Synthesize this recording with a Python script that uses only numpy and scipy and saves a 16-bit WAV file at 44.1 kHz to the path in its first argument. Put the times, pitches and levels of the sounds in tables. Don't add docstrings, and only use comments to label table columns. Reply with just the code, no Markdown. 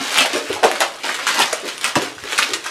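import sys
import numpy as np
from scipy import signal
from scipy.fft import rfft, irfft, next_fast_len
from scipy.io import wavfile

SR = 44100
rng = np.random.default_rng(int(sys.argv[2]) if len(sys.argv) > 2 else 0)


def ratio_of_db(decibels):
    return 10 ** (np.asarray(decibels, float) / 20)


def waveform_to_disk(signal):
    frames = np.transpose(np.atleast_2d(signal))
    scaled = np.clip(frames, -1, 1) * 32767
    samples = np.round(scaled).astype(np.int16)
    wavfile.write(sys.argv[1], SR, samples)


N = 119070


def unit(x):
    return x / np.sqrt(np.mean(x ** 2) + 1e-20)


def along(points, hz):
    f, value = np.transpose(points)
    return np.interp(np.log(hz + 1), np.log(f + 1), value)


def filtered(x, response_db):
    size = next_fast_len(N + 8192)
    gain = ratio_of_db(response_db(np.fft.rfftfreq(size, 1 / SR)))
    return irfft(rfft(x, size) * gain, size)[..., :N]


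def laid(s, shapes):
    at = np.round(s * SR).astype(int)[:, None] + np.arange(shapes.shape[1])
    return np.bincount(np.clip(at, 0, N).ravel(), shapes.ravel(), N + 1)[:N]


def pings(s, gain, hz, cycles, size, rise=0):
    phase = hz[:, None] * np.arange(size) / SR
    sign = rng.choice([-1, 1], len(s))
    onset = 1 - np.exp(-phase / rise) if rise else 1
    ring = np.sin(2 * np.pi * phase) * ratio_of_db(-20 * phase / cycles) * onset
    return laid(s, (gain * sign)[:, None] * ring)


def runs(table, gap_s, pitch_scatter, count):
    gap_scatter, size_scatter_db = 0.15, 3.5
    s, db, hz, t60, *_ = np.transpose(table)[:, :, None]
    z = rng.standard_normal((len(table), 3, count)) * (np.arange(count) > 0)
    gaps = gap_s * np.exp(gap_scatter * z[:, 0])
    after = np.cumsum(gaps, axis=1) - gap_s
    fade_db = -60 * after / np.maximum(t60, 1 / 200)
    gain = ratio_of_db(db + fade_db + size_scatter_db * z[:, 1])
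    shift = np.exp(pitch_scatter * z[:, 2])
    return (s + after).ravel(), (gain * np.sqrt(shift)).ravel(), (hz * shift).ravel()


# frequency in Hz, relative density in dB per Hz.
AIR_COLOUR = [(15, -10), (40, -19), (120, -5), (300, -9), (800, -13), (3200, -40), (10000, -10.5),
              (14300, -38), (16000, -60)]


def background_air():
    level_db = -52.5
    noise = rng.standard_normal(N)
    return ratio_of_db(level_db) * unit(filtered(noise, lambda f: along(AIR_COLOUR, f)))


# frequency in Hz, time to die by 60 dB in seconds.
WALL_DECAY = [(100, 0.43), (500, 0.57), (2000, 0.24), (6000, 0.29), (14000, 0.12)]


def room(x):
    wall_db, wall_delay_s = -9, 0.008
    near_db, near_t60_s = -3.5, 0.12
    wait = round(wall_delay_s * SR)
    out = np.zeros(N + 2 * SR)
    part = SR // 20
    near_t = np.arange(SR // 8) / SR
    for a in range(0, N, part):
        hz, t, z = signal.stft(rng.standard_normal(SR * 3 // 4), SR, nperseg=256)
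        decay = ratio_of_db(-60 * t / along(WALL_DECAY, hz)[:, None])
        walls = signal.istft(z * decay, SR, nperseg=256)[1]
        near = ratio_of_db(-60 * near_t / near_t60_s) * rng.standard_normal(len(near_t))
        answer = np.pad(ratio_of_db(wall_db) * walls / np.linalg.norm(walls), (wait, 0))
        answer[:len(near)] += ratio_of_db(near_db) * near / np.linalg.norm(near)
        y = signal.fftconvolve(x[a:a + part], answer)
        out[a:][:len(y)] += y
    return out[:N]


# frequency in Hz, relative density in dB per Hz.
SKIN_COLOUR = [(410, -46), (700, -16), (1060, 9), (2770, 8), (7590, -6), (11500, -14.5), (14600, -58),
               (16000, -94)]


def skin_noise(noise, depth=1):
    return filtered(noise, lambda f: depth * along(SKIN_COLOUR, f))


# time in seconds, level in dB before the rub's trim; straight between.
RUB_LEVEL = [(0, -22), (.06, -24), (.09, -20), (0.161, -18.5), (.21, -14.5), (.28, -29.5), (.32, -25),
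             (.44, -30.5), (.54, -24.5), (.62, -35.5), (.72, -26.5), (.80, -29.5), (.84, -29), (.9, -33.5),
             (1.029, -35.5), (1.037, -21), (1.13, -25.5), (1.256, -28), (1.274, -22), (1.34, -22),
             (1.40, -15.5), (1.44, -20), (1.50, -26.5), (1.62, -33.5), (1.68, -27), (1.801, -37.5),
             (1.852, -17), (1.94, -34), (1.96, -26), (2.06, -29.5), (2.17, -40), (2.30, -27), (2.41, -27),
             (2.51, -26.5), (2.63, -37), (2.67, -26.5), (2.7, -33)]


def rub():
    slips_per_s, middle_hz, pitch_spread, cycles = 3000, 2414, 0.63, 1.74
    size_db, trim_db, hiss_db = 4, -6, -6.5
    count = 9000
    s = np.cumsum(rng.exponential(1, count)) / slips_per_s
    hz = np.clip(middle_hz * np.exp(pitch_spread * rng.standard_normal(count)), 300, 8000)
    gain = ratio_of_db(size_db * np.minimum(rng.exponential(1, count), 3)) * np.sqrt(hz)
    grains = unit(pings(s, gain, hz, cycles, size=250))
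    hiss = unit(skin_noise(rng.standard_normal(N)))
    at, level_db = np.transpose(RUB_LEVEL)
    level = ratio_of_db(trim_db + np.interp(np.arange(N) / SR, at, level_db))
    return level * (grains + ratio_of_db(hiss_db) * hiss)


# start in seconds, level in dB before damping, pitch in Hz.
PALM_PUSHES = [(.003, -18.5, 103), (0.348, -22, 99), (0.501, -8.5, 97), (1.421, -26, 112),
               (1.966, -3.5, 134), (2.169, -20, 79), (2.229, -18, 76), (2.521, -26, 116)]


def pushes():
    s, db, hz = np.transpose(PALM_PUSHES)
    return pings(s, ratio_of_db(db), hz, cycles=2.3, size=5000)


# start in seconds, first bump's level in dB before trim and damping,
# its hollow pitch in Hz, time for the run to die by 60 dB in seconds.
TUBE_BUMPS = [(.004, -19.5, 273, 0.092), (.174, -16.5, 666, 0.56), (.245, -16.5, 610, 0.23),
              (.334, -17.5, 295, 0.12), (.352, -8.5, 497, 0.12), (.499, -14.5, 351, 0.12),
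              (.56, -18, 750, 0.18), (.628, -7.5, 592, 0.2), (.634, -3.5, 673, 0.2), (.805, -6, 663, 0.11),
              (.82, -11.5, 690, 0.091), (1.04, -19, 735, 0.28), (1.385, -10, 840, 0.11),
              (1.529, -11.5, 640, 0.049), (1.63, -21.5, 409, 0.32), (1.847, -24, 605, 0.2),
              (1.957, -8.5, 970, 0.13), (1.96, -11, 286, 0.087), (1.968, -8, 570, 0.056),
              (1.984, -10.5, 350, 0.076), (2.022, -17.5, 480, 0.1), (2.239, -25.5, 362, 0.16),
              (2.33, -20.5, 474, 0.063), (2.493, -17, 403, 0.13), (2.549, -20.5, 450, 0.032)]


def thuds():
    trim_db = 2
    s, gain, hz = runs(TUBE_BUMPS, gap_s=0.0041, pitch_scatter=0.16, count=24)
    return ratio_of_db(trim_db) * pings(s, gain, hz, cycles=3.3, size=1500, rise=0.45)


def cracks(s, gain):
    t60_s = 0.0028
    t = np.arange(160) / SR
    bursts = ratio_of_db(-60 * t / t60_s) * rng.standard_normal((len(s), len(t)))
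    return skin_noise(laid(s, gain[:, None] * bursts), depth=0.5)


# start in seconds, level in dB before the latex colour.
SINGLE_CRACKS = [(0.1433, -8), (0.3348, -19), (0.715, -4), (0.805, -4), (1.19, -20), (1.267, -21),
                 (1.3465, -8), (1.3921, -0.5), (1.53, -6.5), (1.78, -14)]


def ticks():
    s, db = np.transpose(SINGLE_CRACKS)
    return cracks(s, ratio_of_db(db))


# start in seconds, first snap's level in dB before trim and damping,
# its skin pitch in Hz, time for the run to die by 60 dB in seconds,
# treble over the snap in dB before the crack and scrape trims and the latex colour.
SNAP_RUNS = [(0.1751, -5, 2600, 0.013, -10), (0.183, 2.5, 2630, 0.043, -17.5),
             (0.2068, 2.5, 2800, 0.091, -23.5), (0.2583, -9, 1710, 0.06, -12.5),
             (0.3332, -14.5, 2840, 0.14, -10), (0.361, -9.5, 1730, 0.1, -15.5),
             (0.5295, -10, 2780, 0.045, -16), (0.632, -6, 1550, 0.18, -16),
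             (0.7541, -11, 1350, 0.061, -16.5), (0.8064, -6.5, 2780, 0.088, -10.5),
             (0.8199, -2, 1580, 0.07, -23.5), (1.036, -23.5, 3000, 0.12, -20),
             (1.0914, -4.5, 1550, 0.082, -25), (1.1441, -11, 1580, 0.031, -12),
             (1.19, -11.5, 1500, 0.14, -21.5), (1.2687, -5, 1400, 0.17, -13.5),
             (1.4002, -5, 1230, 0.075, -15), (1.4203, 1, 3370, 0.061, -19), (1.5282, -7.5, 1480, 0.05, -17),
             (1.681, -13.5, 3280, 0.1, -15.5), (1.8122, -17, 3160, 0.033, -8),
             (1.8435, -11.5, 1480, 0.017, 3), (1.9553, -2.5, 1710, 0.054, -13),
             (2.0187, -17.5, 1630, 0.12, -8), (2.1819, -18, 1500, 0.037, -18.5),
             (2.2388, -17, 1750, 0.031, -14.5), (2.3238, -7, 2330, 0.05, -13.5),
             (2.3794, -4, 2530, 0.037, -12), (2.3879, 1, 1630, 0.057, -16.5),
             (2.4225, -5.5, 2020, 0.012, -21), (2.4267, -0.5, 2510, 0.042, -18.5),
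             (2.535, -4, 2590, 0.044, -13.5), (2.6417, -18.5, 2400, 0.075, -13),
             (2.6608, -13, 1240, 0.076, -17)]


def snaps():
    snap_db, crack_db, scrape_db, scrape_rise_s = -3.5, 12, -2, 0.0045
    slips = 14
    s, gain, hz = runs(SNAP_RUNS, gap_s=0.0039, pitch_scatter=0.27, count=slips)
    plucks = ratio_of_db(snap_db) * pings(s, gain, hz, cycles=3.53, size=300)

    start, db, _, t60, treble_db = np.transpose(SNAP_RUNS)[:, :, None]
    treble = ratio_of_db(np.repeat(treble_db, slips))
    bright = cracks(s, gain * treble * ratio_of_db(crack_db))

    t = np.arange(SR // 8) / SR
    swell = ratio_of_db(db + treble_db - 30 * t / t60) * (1 - np.exp(-t / scrape_rise_s))
    scrape = skin_noise(laid(start[:, 0], swell * rng.standard_normal(swell.shape)))
    return plucks + bright + ratio_of_db(scrape_db) * scrape


def scene():
    balloon = rub() + pushes() + thuds() + ticks() + snaps()
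    return (balloon + room(balloon))[None]


# frequency in Hz, gain in dB.
MIC_COLOUR = [(25, -40), (80, -21.5), (170, -10.5), (260, -1), (3000, 3), (9000, 4.5), (14500, 1.5),
              (16000, -31)]


def microphone(x):
    ceiling = 0.94
    x = filtered(x, lambda f: along(MIC_COLOUR, f))
    return x / (1 + np.abs(x / ceiling) ** 8) ** (1 / 8)


def top_cut(x):
    return signal.sosfilt(signal.butter(12, 16440, fs=SR, output="sos"), x)


def record(dry):
    mix = microphone(dry) + background_air()
    return top_cut(mix)


dry = scene()
out = record(dry)
waveform_to_disk(out)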